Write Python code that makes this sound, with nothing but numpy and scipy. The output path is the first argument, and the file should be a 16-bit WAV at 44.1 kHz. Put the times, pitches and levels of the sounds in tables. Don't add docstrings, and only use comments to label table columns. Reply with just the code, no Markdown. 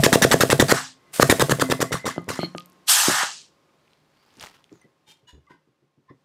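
import sys
import numpy as np
from scipy import signal
from scipy.fft import rfft, irfft
from scipy.io import wavfile
from scipy.ndimage import uniform_filter1d

SR = 44100
rng = np.random.default_rng(int(sys.argv[2]) if len(sys.argv) > 2 else 0)


def wav_record(signal):
    frames = np.transpose(np.atleast_2d(signal))
    bounded = np.clip(frames, -1, 1)
    quanta = np.round(bounded * 32767).astype(np.int16)
    wavfile.write(sys.argv[1], SR, quanta)


def gain_from_db(level_db):
    decades = np.asarray(level_db, float) / 20
    return 10 ** decades


N = 275184
T = np.arange(N) / SR

# exhaust opens_s, shuts_s, shutting thump_db (follows air pressure), shuttle snap (0-1), puff_db
STROKES = [(0.0347, 0.0654, -0.8, .95, -23.8), (0.127, 0.1577, -1.1, .95, -23.8),
           (0.22, 0.25, -0.2, .99, -20.9), (0.3126, 0.3427, -1.2, .99, -21.8),
           (0.4058, 0.4359, -2.4, 1, -21.5), (0.5005, 0.5303, -1.4, .6, -21),
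           (0.5963, 0.6257, -1.9, .95, -21.4), (0.682, 0.7239, -0.4, .4, -36.3),
           (1.197, 1.2303, -1.8, 0, -9), (1.2966, 1.3259, -2.1, .95, -14.2),
           (1.3956, 1.4243, -3.3, .45, -10.8), (1.4948, 1.5234, -6.1, .1, -13.5),
           (1.5963, 1.6243, -6.5, 0, -15.9), (1.6989, 1.7246, -7.8, .05, -14.5),
           (1.8032, 1.828, -7.7, .1, -18), (1.9186, 1.9424, -14.8, .1, -18),
           (2.0541, 2.0775, -14.9, .15, -18.5), (2.2805, 2.3034, -18, 0, -24.6)]
# pitch_hz, level_db, time to die by 60 dB_s
BENCH = [(143, -17, 0.16), (260, -26.5, 0.47), (368, -24.5, 0.019), (482.4, -30.5, 0.077), (175, -14, 0.06),
         (94.7, -28, 0.011)]
# pitch_hz, level_db, time to die by 60 dB_s
FRAME = [(178, -14, .2), (1071, -46, 1.5), (1222, -23, .17), (181, -29, 1.2), (522, -32, .25)]
QUICK_S, SLOW_LOSS_DB = .0315, 13
STALL_DB, STALL_LOSS = -15, 6


def rms_one(x):
    return x / np.sqrt(np.mean(x ** 2) + 1e-20)


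def low_pass(x, hz, order=2):
    return signal.sosfilt(signal.butter(order, hz, fs=SR, output="sos"), x)


def high_pass(x, hz, order=2):
    return signal.sosfilt(signal.butter(order, hz, "high", fs=SR, output="sos"), x)


def at_hz(points, hz):
    table_hz, values = np.transpose(points)
    return np.interp(np.log(np.maximum(hz, 1)), np.log(table_hz), values)


def drift(rate):
    r = np.exp(-2 * np.pi * rate / SR)
    return rms_one(signal.lfilter([1], [1, -2 * r, r * r], rng.standard_normal(N + SR))[SR:])


def coloured(spectrum, low_hz, high_hz, flicker_db):
    hz = np.fft.rfftfreq(N, 1 / SR)
    shape = gain_from_db(at_hz(spectrum, hz))
    inside = (hz > low_hz) & (hz < high_hz)
    shape = shape / np.sqrt(np.sum(shape[inside] ** 2) / len(hz))
    noise = irfft(rfft(rng.standard_normal(N)) * shape, N)
    return noise * gain_from_db(flicker_db * drift(220))


def patches(x, patchy_db):
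    z = signal.stft(x, nperseg=256)[2]
    field = uniform_filter1d(rng.standard_normal(z.shape), size=3, axis=0)
    field = uniform_filter1d(field, size=5, axis=1)
    gain = gain_from_db(patchy_db * rms_one(field))
    return signal.istft(z * gain / np.sqrt(np.mean(gain ** 2)), nperseg=256)[1][:N]


def grains(per_s, size_db):
    sizes = gain_from_db(size_db * np.minimum(rng.exponential(1, N), 4)) * rng.choice([-1, 1], N)
    return sizes * (rng.random(N) < per_s / SR) + 1e-18


def swell(full_s, level_db, rise_s, fall, held_s=0., sag=0., order=1):
    t = T - full_s
    below = 40 * (np.maximum(-t, 0) / rise_s) ** order
    return gain_from_db(level_db - below - sag * np.clip(t, 0, held_s) - fall * np.maximum(t - held_s, 0))


def resonate(x, peaks):
    out = 0
    for k, (hz, width, level_db) in enumerate(peaks):
        r = np.exp(-np.pi * width / SR)
        poles = [1, -2 * r * np.cos(2 * np.pi * hz / SR), r * r]
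        band = signal.lfilter([(1 - r * r) / 2, 0, (r * r - 1) / 2], poles, x)
        out = out + (-1) ** k * gain_from_db(level_db) * band
    return out


def sharp(x, peaks):
    return sum(resonate(resonate(x, [peak]), [(peak[0], 250 + 3 * peak[1], 0)]) for peak in peaks)


def strike(times, levels_db, modes, spread_db):
    out, at = 0, np.round(np.asarray(times) * SR).astype(int)
    chance = rng.standard_normal((len(at), len(modes)))
    for k, (hz, level_db, t60) in enumerate(modes):
        clicks = np.full(N, 1e-18)
        clicks[at] = gain_from_db(np.asarray(levels_db) + level_db + spread_db * chance[:, k])
        r, w = gain_from_db(-60 / (t60 * SR)), 2 * np.pi * hz / SR
        out = out - (-1) ** k * signal.lfilter([0, np.sin(w)], [1, -2 * r * np.cos(w), r * r], clicks)
    return out


def shop():
    # time_s, level_db
    loudness = [(0.0, -38), (0.8, -82), (0.88, -66), (1.12, -60.5), (1.2, -55.5), (3.3, -64), (3.4, -65.5),
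                (4.71, -69), (5.98, -76.5), (6.24, -71.5)]
    # pitch_hz, level_db per Hz
    floor_noise = [(20, -37.5), (40, -14.5), (130, -2.5), (350, 1), (550, -5), (1200, -8.5), (4900, -18),
                   (16000, -34)]
    # pitch_hz, width_hz, level_db
    machine = [(150.7, 5, 0), (1071, 5, -2), (544, 8, -4), (1222, 6, -7)]
    hum = rms_one(resonate(rng.standard_normal(N), machine))
    level = gain_from_db(np.interp(T, *np.transpose(loudness)))
    return level * (coloured(floor_noise, 100, 2000, flicker_db=.4) + gain_from_db(-5) * hum)


def room(x):
    # pitch_hz, time to die by 60 dB_s
    decay = [(100, 0.36), (500, 0.16), (2000, 0.24), (5000, 0.25), (12000, 0.16)]
    t, tail = T[:SR // 2], 0
    edges = 60 * 2 ** np.arange(0, 8.1, .5)
    for low, high in zip(edges, edges[1:]):
        band_filter = signal.butter(2, [low, high], "band", fs=SR, output="sos")
        band = signal.sosfilt(band_filter, rng.standard_normal(len(t)))
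        tail = tail + band * gain_from_db(-60 * t / at_hz(decay, np.sqrt(low * high)))
    tail = tail * np.clip((t - .004) / 0.0063, 0, 1)
    return signal.fftconvolve(x, tail / np.sqrt(np.sum(tail ** 2)))[:N]


def ticks():
    # start_s, peak_db, pitch_hz
    settling = [(2.2195, -48, 9800), (2.2435, -41, 6450), (2.2632, -56, 7000), (2.4995, -60, 8900),
                (2.5182, -61, 4500), (2.526, -60, 7900), (2.561, -44, 10000), (2.5655, -43, 7000),
                (2.5745, -41, 8000), (2.578, -36, 6000), (2.582, -17, 3500), (2.582, -36, 8150),
                (2.599, -37, 10180), (2.6055, -30, 3050), (2.622, -40, 5000), (2.659, -34.5, 10400),
                (2.668, -55, 9000), (2.690, -54, 8000), (2.6993, -43.5, 10500), (2.7212, -47.5, 4960),
                (2.7305, -50, 9430)]
    # start_s, peak_db, pitch_hz
    snaps = [(3.6916, -57.5, 2213), (3.8787, -50.5, 2525), (3.9334, -45.5, 2790), (3.972, -57, 3160),
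             (4.103, -62, 7000), (4.152, -58, 4400), (4.171, -57, 3000), (4.251, -59.5, 6000),
             (4.2893, -56, 5020), (4.305, -49, 3200), (4.340, -51, 5610), (4.370, -42, 5250),
             (4.375, -47, 9000), (4.3975, -29.5, 5050), (4.409, -30, 3000), (4.412, -31, 9000),
             (4.4275, -31, 2500), (4.4275, -31, 6000), (4.436, -43, 2200), (4.442, -49, 3500),
             (4.467, -36, 6000), (4.471, -35, 1800), (4.499, -43, 4200), (4.499, -50, 8000),
             (4.531, -59, 5500), (4.5452, -52, 3500), (4.547, -52, 9000), (4.642, -42, 3100),
             (4.642, -52, 6200), (4.6943, -48, 2350), (4.7275, -46, 5540), (4.739, -57, 5800),
             (5.307, -54, 8500), (5.307, -59, 2490), (5.467, -60, 3000)]
    # start_s, peak_db, pitch_hz
    pings = [
        (4.8135, -58, 2040),
        (4.8135, -61, 6130),
        (4.8135, -59, 8900),
        (4.837, -59, 1982),
        (5.468, -56, 1160),
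        (5.468, -61.5, 2050),
        (2.861, -60, 5900),
        (2.861, -64, 7700),
    ]
    out, t = np.zeros(N), T[:900]
    for rows, share in [(settling, 0.85), (snaps, 0.46), (pings, 0.021)]:
        for s, level_db, hz in rows:
            band = [(hz, np.clip(share, .02, 2) * hz, 0)]
            burst = rng.standard_normal(900) * np.exp(-t / 0.00022)
            tick = resonate(resonate(burst, band), band)
            at = round(s * SR)
            out[at:at + 900] += gain_from_db(level_db) * tick / np.abs(tick).max()
    return out


def thuds():
    # start_s, peak_db, pitch_hz
    landings = [(4.369, -52, 228), (4.714, -49, 300), (4.842, -60, 306), (5.08, -64.5, 321.7),
                (5.228, -56, 128), (5.329, -40, 66.8), (5.371, -46.5, 72.2), (5.5, -58.5, 302),
                (5.535, -55, 129), (5.672, -59.5, 135), (5.819, -60, 143), (5.972, -56, 143),
                (6.1017, -50.5, 280)]
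    out = np.zeros(N)
    pat = resonate(rng.standard_normal(N), [(129, 25, 4.0), (322, 190, -0.5), (492, 220, -11.5)])
    pat = rms_one(low_pass(pat, 700))
    for s, level_db, hz in landings:
        pat_db = 1 + 9 * np.log2(hz / 140)
        at = round(s * SR)
        t = T[:N - at]
        swing = np.sin(2 * np.pi * hz * t) + gain_from_db(pat_db) * pat[at:]
        dying = gain_from_db(-60 * t / 0.15 * (hz / 140) ** 0.27)
        out[at:] += gain_from_db(level_db) * swing * (1 - np.exp(-t / 0.0048)) * dying
    return out


def scrapes():
    # start_s, end_s, level_db, from_hz, to_hz
    glides = [
        (4.114, 4.379, -70, 4300, 5150),
        (4.11, 4.25, -72.5, 2110, 2350),
        (4.49, 4.6, -72.5, 4700, 5000),
        (4.501, 4.6, -63.5, 2310, 3300),
        (4.702, 4.828, -71, 7500, 5800),
        (3.8, 4.095, -78, 3800, 4350),
    ]
    out, wobble = np.zeros(N), drift(330)
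    for start, end, level_db, from_hz, to_hz in glides:
        span = slice(round(start * SR), round(end * SR))
        along = (T[span] - start) / (end - start)
        turns = np.cumsum(from_hz + (to_hz - from_hz) * along) / SR
        stroke = np.sqrt(np.abs(np.sin(np.pi * along)))
        out[span] += gain_from_db(level_db) * stroke * wobble[span] * np.sin(2 * np.pi * turns)
    return out


def sleeve():
    # loudest_s, level_db, rise_s, fall_db per s
    brushes = [
        (3.94, -65, 0.64, 302),
        (4.39, -55.5, 0.87, 63),
        (4.427, -39.5, 0.069, 224),
        (4.548, -57, 0.022, 279.5),
        (4.642, -62.5, 0.02, 796.5),
        (4.724, -62, 0.12, 108.5),
        (4.84, -70.5, 0.25, 901),
    ]
    # pitch_hz, level_db per Hz
    cloth = [(290, 5), (500, 2.5), (933, 8), (1190, 5), (4800, -4), (8450, -13.5), (16000, -16)]
    level = sum(swell(s, db, rise, fall) for s, db, rise, fall in brushes)
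    crunch = resonate(grains(900, size_db=3.5), [(900, 900, -3), (2800, 2200, 0), (7000, 6000, -8)])
    hiss = level * gain_from_db(-9.0) * coloured(cloth, 1027, 10600, flicker_db=4.0)
    return hiss + level * rms_one(crunch) * np.clip(level / gain_from_db(-48.5), 0, 1) * gain_from_db(-5)


def skin_rubs():
    # full_s, held_s, level_db, fall_db per s
    rubs = [
        (5.081, 0.036, -52, 237),
        (5.288, .002, -47, 275),
        (5.507, 0.012, -50, 328),
        (6.099, 0.0025, -49, 700),
    ]
    # pitch_hz, width_hz, level_db
    grips = [
        [(893, 27, 5), (2370, 25, 2), (2910, 33, 4.5), (3200, 94, 5.5), (3630, 33, 7.5), (4200, 52, -1.5),
         (5260, 99, -8), (5800, 60, -11), (7100, 60, 0)],
        [(986, 34, 6.5), (1770, 320, -3), (2920, 27, 14.5), (3520, 150, 3), (4900, 40, -6), (3970, 58, 3),
         (7400, 60, -2), (5800, 93, -21), (6700, 88, 8.5)],
        [(990, 62, 14.5), (1550, 81, 9.5), (1850, 34, 8), (2040, 31, 9), (2960, 54, -6), (4840, 44, 2),
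         (6550, 50, -8)],
        [(1040, 33, 21.5), (1815, 53, 13.5), (2000, 31, 11), (3500, 80, 0.5), (3950, 74, -5.5), (4780, 60, -6),
         (5250, 60, 1)],
    ]
    # pitch_hz, width_hz, level_db
    washes = [
        (3800, 6000, -5.5),
        (3200, 4100, -5.5),
        (1800, 2000, -4),
        (1000, 1200, -19),
    ]
    rise_s, out = 0.022, 0
    slips = grains(4000, size_db=3.0) * gain_from_db(2.5 * drift(40))
    for (s, held, db, fall), peaks, wash in zip(rubs, grips, washes):
        broad = resonate(slips, [wash])
        rub = rms_one(signal.lfilter([.5], [1, -.55], sharp(slips, peaks) + gain_from_db(-0.5) * broad))
        dull = low_pass(rub, 4200)
        out = out + swell(s, db, rise_s, fall, held, order=2) * dull
        out = out + swell(s, db - 1.5, rise_s, 1.14 * fall, held, order=2) * (rub - dull)
    return out


def spring():
    # full_s, held_s, level_db
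    chatter = [
        (2.181, .002, -56),
        (2.396, .058, -35.5),
    ]
    # pitch_hz, width_hz, level_db
    coils = [(2210, 200, -1.5), (3060, 270, -1), (3600, 200, -11), (4244, 75, 11), (6000, 170, -29),
             (7360, 120, -29), (8800, 430, -36), (10500, 300, -29), (11400, 400, -21), (12500, 200, -25),
             (15300, 300, -28)]
    shaken = sum(swell(s, db, 0.0074, 1400, held) for s, held, db in chatter)
    return shaken * rms_one(sharp(grains(1500, size_db=3), coils))


def knocks():
    # start_s, peak_db, steel ring_db, bench boom_db, hardness_db
    hits = [(0.697, -8, -38.5, -9, -8), (1.1981, -6.5, -25, -12.5, 6), (2.1627, -34.5, -20, 8, 6),
            (2.1799, -13.5, -1, -15.5, -3), (2.391, -14.5, 3.5, -8, -0.5), (2.4317, -21.5, 5.5, 5, 8.5),
            (2.5493, -24.5, 7.5, 0, 6), (3.0831, -11, -38, -23, -31), (3.0972, -20.5, -35.5, -10, 7),
            (3.113, -22.5, -30, -42, 2), (3.2327, -39.5, -25, -4, 21)]
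    s, level_db, ring_db, boom_db, hard_db = np.transpose(hits)
    hit = strike(s, level_db + hard_db, [(600, 0, .012), (1500, -6, .004), (3000, -17, .008)], spread_db=.5)
    soft = strike(s, level_db, [(327.0, -0.5, 0.017)], spread_db=4.0)
    low_modes = [(213, -16.5, 0.039), (322, -7.0, 0.068)] + BENCH
    boom = strike(s + 0.0032, level_db + boom_db, low_modes, spread_db=3.5)
    steel = strike(s, level_db + ring_db, FRAME, spread_db=1)
    latch = np.isclose(T, 2.582, atol=.4 / SR, rtol=0) * gain_from_db(-42 + 60)
    blows = hit + soft + boom + steel + resonate(latch, [(1235, 14, 0)])
    return high_pass(low_pass(blows, 5000), 110, order=4)


def check_valve():
    # full_s, held_s, level_db, rise_s
    songs = [
        (1.6, .57, -45, .9),
        (2.3, .11, -45, .08),
    ]
    tone = [(2045, 75, 0)]
    sings = sum(swell(s, db, rise, 300, held) for s, held, db, rise in songs)
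    return sings * gain_from_db(-2) * rms_one(resonate(resonate(rng.standard_normal(N), tone), tone))


def supply_leak():
    # full_s, held_s, level_db, sag_db per s
    supplies = [
        (0.0, .76, -37, 5),
        (1.141, .85, -35, 12),
    ]
    # pitch_hz, level_db per Hz
    hiss = [(180, -45), (300, -15), (725, -5), (930, -13), (1120, -5), (6740, -5.5), (8360, -1.5),
            (16000, -13)]
    supply = sum(swell(s, db, .025, 500, held, sag) for s, held, db, sag in supplies)
    _, shuts, pressure_db = np.transpose(STROKES)[:3]
    last = np.maximum(np.searchsorted(shuts, T) - 1, 0)
    supply = supply * gain_from_db(20 * pressure_db[last] * np.clip(T - shuts[last], 0, .12))
    return supply * coloured(hiss, 2600, 10000, flicker_db=-2.5)


def hose_vent():
    # full_s, held_s, jet_db, hose_db, edge_db
    vents = [
        (0.751, 0.039, -32.5, -29, -37.5),
        (2.898, 0.33, -18, -27.5, -17),
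    ]
    # sag_db per s while open, fall_db per s once shut
    emptying = [
        (29, 117.5),
        (-14.5, 265.5),
        (60.5, 307),
    ]
    # pitch_hz, level_db per Hz
    jet_colour = [(900, -49), (2000, -9), (2770, 4), (4200, 3), (6100, 4), (8000, 2), (11000, -20),
                  (16000, -51)]
    # pitch_hz, level_db per Hz
    edge_colour = [(4710, -30.5), (8000, 2), (12900, -5), (15200, -14), (16000, -22)]
    # pitch_hz, width_hz, level_db
    hose_modes = [(862, 500, -2.5), (1260, 200, 3), (1630, 620, -1.5)]
    # pitch_hz, width_hz, level_db
    nozzle = [(4400, 1200, 2.5), (2750, 340, -7.5)]
    rise_s, choke_after_s = 0.031, (0.068, 0.17)
    jet, ringing, edge = [sum(swell(s, db[k], rise_s, fall, held, sag, order=2) for s, held, *db in vents)
                          for k, (sag, fall) in enumerate(emptying)]
    rush = patches(coloured(jet_colour, 2500, 8000, flicker_db=1.0), patchy_db=2.5)
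    first, final = [T - s - held - wait for (s, held, *_), wait in zip(vents, choke_after_s)]
    shut = np.where(T < 2, first, final)
    jet = jet * gain_from_db(-1300 * np.maximum(shut, 0) ** 2) * rush
    sings = sum(swell(s, db[0] - 9, rise_s, 180, order=2) +
                swell(s + held, db[0] - 28.5, 0.078, 98) for s, held, *db in vents)
    jet = jet + sings * resonate(rush, nozzle)
    edge = edge * patches(coloured(edge_colour, 6100, 15000, flicker_db=-0.5), patchy_db=2.0)
    hose = rms_one(resonate(resonate(rng.standard_normal(N), hose_modes), hose_modes))
    hose = high_pass(hose * gain_from_db(0.76 * drift(60)), 520, order=4)
    return jet + edge + ringing * hose


def pump_blasts():
    # pitch_hz, level_db per Hz
    blast_colour = [(55, -39), (100, 3), (255, 8.5), (556, -2.5), (1720, -5), (2270, -10.5), (7170, -11),
                    (16000, -24)]
    # pitch_hz, width_hz, level_db
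    port = [(1780, 380, 2), (6500, 900, -18), (3720, 300, -14)]
    # pitch_hz, width_hz, level_db
    throat = [(1300, 450, 9), (1950, 400, 3)]
    # level_db at full pressure, dB per dB of pressure, dB won by full snap
    stages = [
        (-15.5, 1.6, -0.5),
        (-36, 0, 18.5),
        (-23.5, 0.27, 4.5),
        (-13.5, 1.18, -8),
    ]
    opens, shuts, thump_db, snap, _ = np.transpose(STROKES)
    stages_db = np.array([db + follows * thump_db + won_db * snap for db, follows, won_db in stages])
    stages_db[0] -= SLOW_LOSS_DB * (shuts - opens > QUICK_S)
    gate, closing, spent = np.zeros((3, N))
    rises = .0016 * gain_from_db(5 * np.maximum(STALL_DB - thump_db, 0))
    for a, b, rise, levels_db in zip(opens, shuts, rises, stages_db.T):
        fade = .0013 * gain_from_db(2.3 * max(-20.5 - levels_db[-1], 0))
        span = slice(int(a * SR), int((a + .4) * SR))
        t = T[span]
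        level = gain_from_db(np.interp(t, [a + .002, a + .005, (a + b) / 2, b - .004], levels_db))
        opening = np.clip((t - a) / rise, 0, 1) ** (1 + (rise > .002))
        gate[span] += level * opening * np.exp(-np.maximum(t - b + .001, 0) / fade)
        closing[span] = np.exp(-np.abs(b - .003 - t) / .005)
        spent[span] = 1 - np.exp(-((t - a) / .012) ** 2)
    air = patches(coloured(blast_colour, 2900, 13000, flicker_db=1.5), patchy_db=3.0)
    air = air - high_pass(air, 7000) * np.clip(1 - (gate / gain_from_db(-25.5)) ** 0.3, -.3, 1)
    rumble = signal.sosfiltfilt(signal.butter(2, 750, fs=SR, output="sos"), air)
    air = air - .8 * spent * rumble
    lazy = np.interp(T, shuts, (1 - .7 * snap) * gain_from_db(np.minimum(thump_db - STALL_DB - 5, 0)))
    throat_bark = lazy * closing * resonate(air, throat)
    port_bark = gain_from_db(np.interp(T, opens, -5.5 + 8 * snap)) * resonate(air, port)
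    return gate * (air + throat_bark + port_bark)


def pump_valve():
    # pitch_hz, level_db, time to die by 60 dB_s
    thump_modes = [(480, 4.2, .012), (130, -6.5, .028)]
    # pitch_hz, level_db, time to die by 60 dB_s
    puff_modes = [(462, 4, 0.013), (150, -3, 0.027), (930, -8.5, 0.012)]
    # pitch_hz, level_db, time to die by 60 dB_s
    clack_modes = [(1900, 1, .014), (3700, -4, 0.039), (5750, -6, .01), (7500, -4.5, .01)]
    opens, shuts, thump_db, snap, puff_db = np.transpose(STROKES)
    slow_db = SLOW_LOSS_DB * (shuts - opens > QUICK_S)
    stall_db = STALL_LOSS * np.maximum(STALL_DB - thump_db, 0)
    snappy = snap > .5
    knock_s = opens - np.where(snappy, .0028, .0078)
    knock_db = np.where(snappy, -14, -25) - slow_db / 2 - stall_db
    shuttle = strike(knock_s - .0014, knock_db + 3, [(540, 0, .022)], spread_db=.3)
    puffs = low_pass(strike(opens + .0004, puff_db - 1, puff_modes, spread_db=.5), 3000)
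    clack_db = -30.5 + 19 * snap - slow_db - stall_db
    clack = strike(opens + 0.00095, clack_db, clack_modes, spread_db=2.0)
    thumps = strike(shuts - .0005, thump_db, thump_modes, spread_db=.3)
    return shuttle + puffs + clack + thumps


def pump_ringing():
    opens, shuts, thump_db, snap, puff_db = np.transpose(STROKES)
    hops = np.r_[0, shuts + .009, shuts + .0165, shuts + .024]
    hop_db = np.r_[-3, np.tile(thump_db, 3)] - np.minimum(22 * hops, 9)
    bounces = strike(hops, hop_db, [(660, -17, .055)], spread_db=1.5)
    loose_db = -1.5 * np.maximum(thump_db, -13)
    bounces = bounces + strike(shuts + .0115, thump_db + loose_db, [(1145, -25, .03)], spread_db=1.5)
    body_db = np.r_[-9, puff_db, thump_db - 7.5 * snap]
    body = strike(np.r_[0, opens, shuts], body_db, BENCH, spread_db=6.5)
    steel = strike(shuts, -23 + 0.25 * thump_db - 14 * (shuts < 1), FRAME, spread_db=3.5)
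    return bounces + body + steel


def scene():
    air_line = high_pass(supply_leak() + hose_vent(), 220, order=4)
    pump = pump_blasts() + pump_valve() + pump_ringing() + check_valve()
    near = pump + air_line + knocks() + spring() + sleeve() + skin_rubs() + scrapes()
    small = ticks() + thuds()
    echo = gain_from_db(-16.5) * room(near + gain_from_db(-1.5) * small)
    return (near + small + echo + shop())[None]


def top_cut(x):
    return signal.sosfilt(signal.butter(12, 16830, fs=SR, output="sos"), x)


def record(dry):
    x = np.clip(high_pass(dry, 45), -1, 1)
    x = signal.sosfilt(signal.cheby2(10, 60, 16800, fs=SR, output="sos"), x)
    return top_cut(x)


dry = scene()
out = record(dry)
wav_record(out)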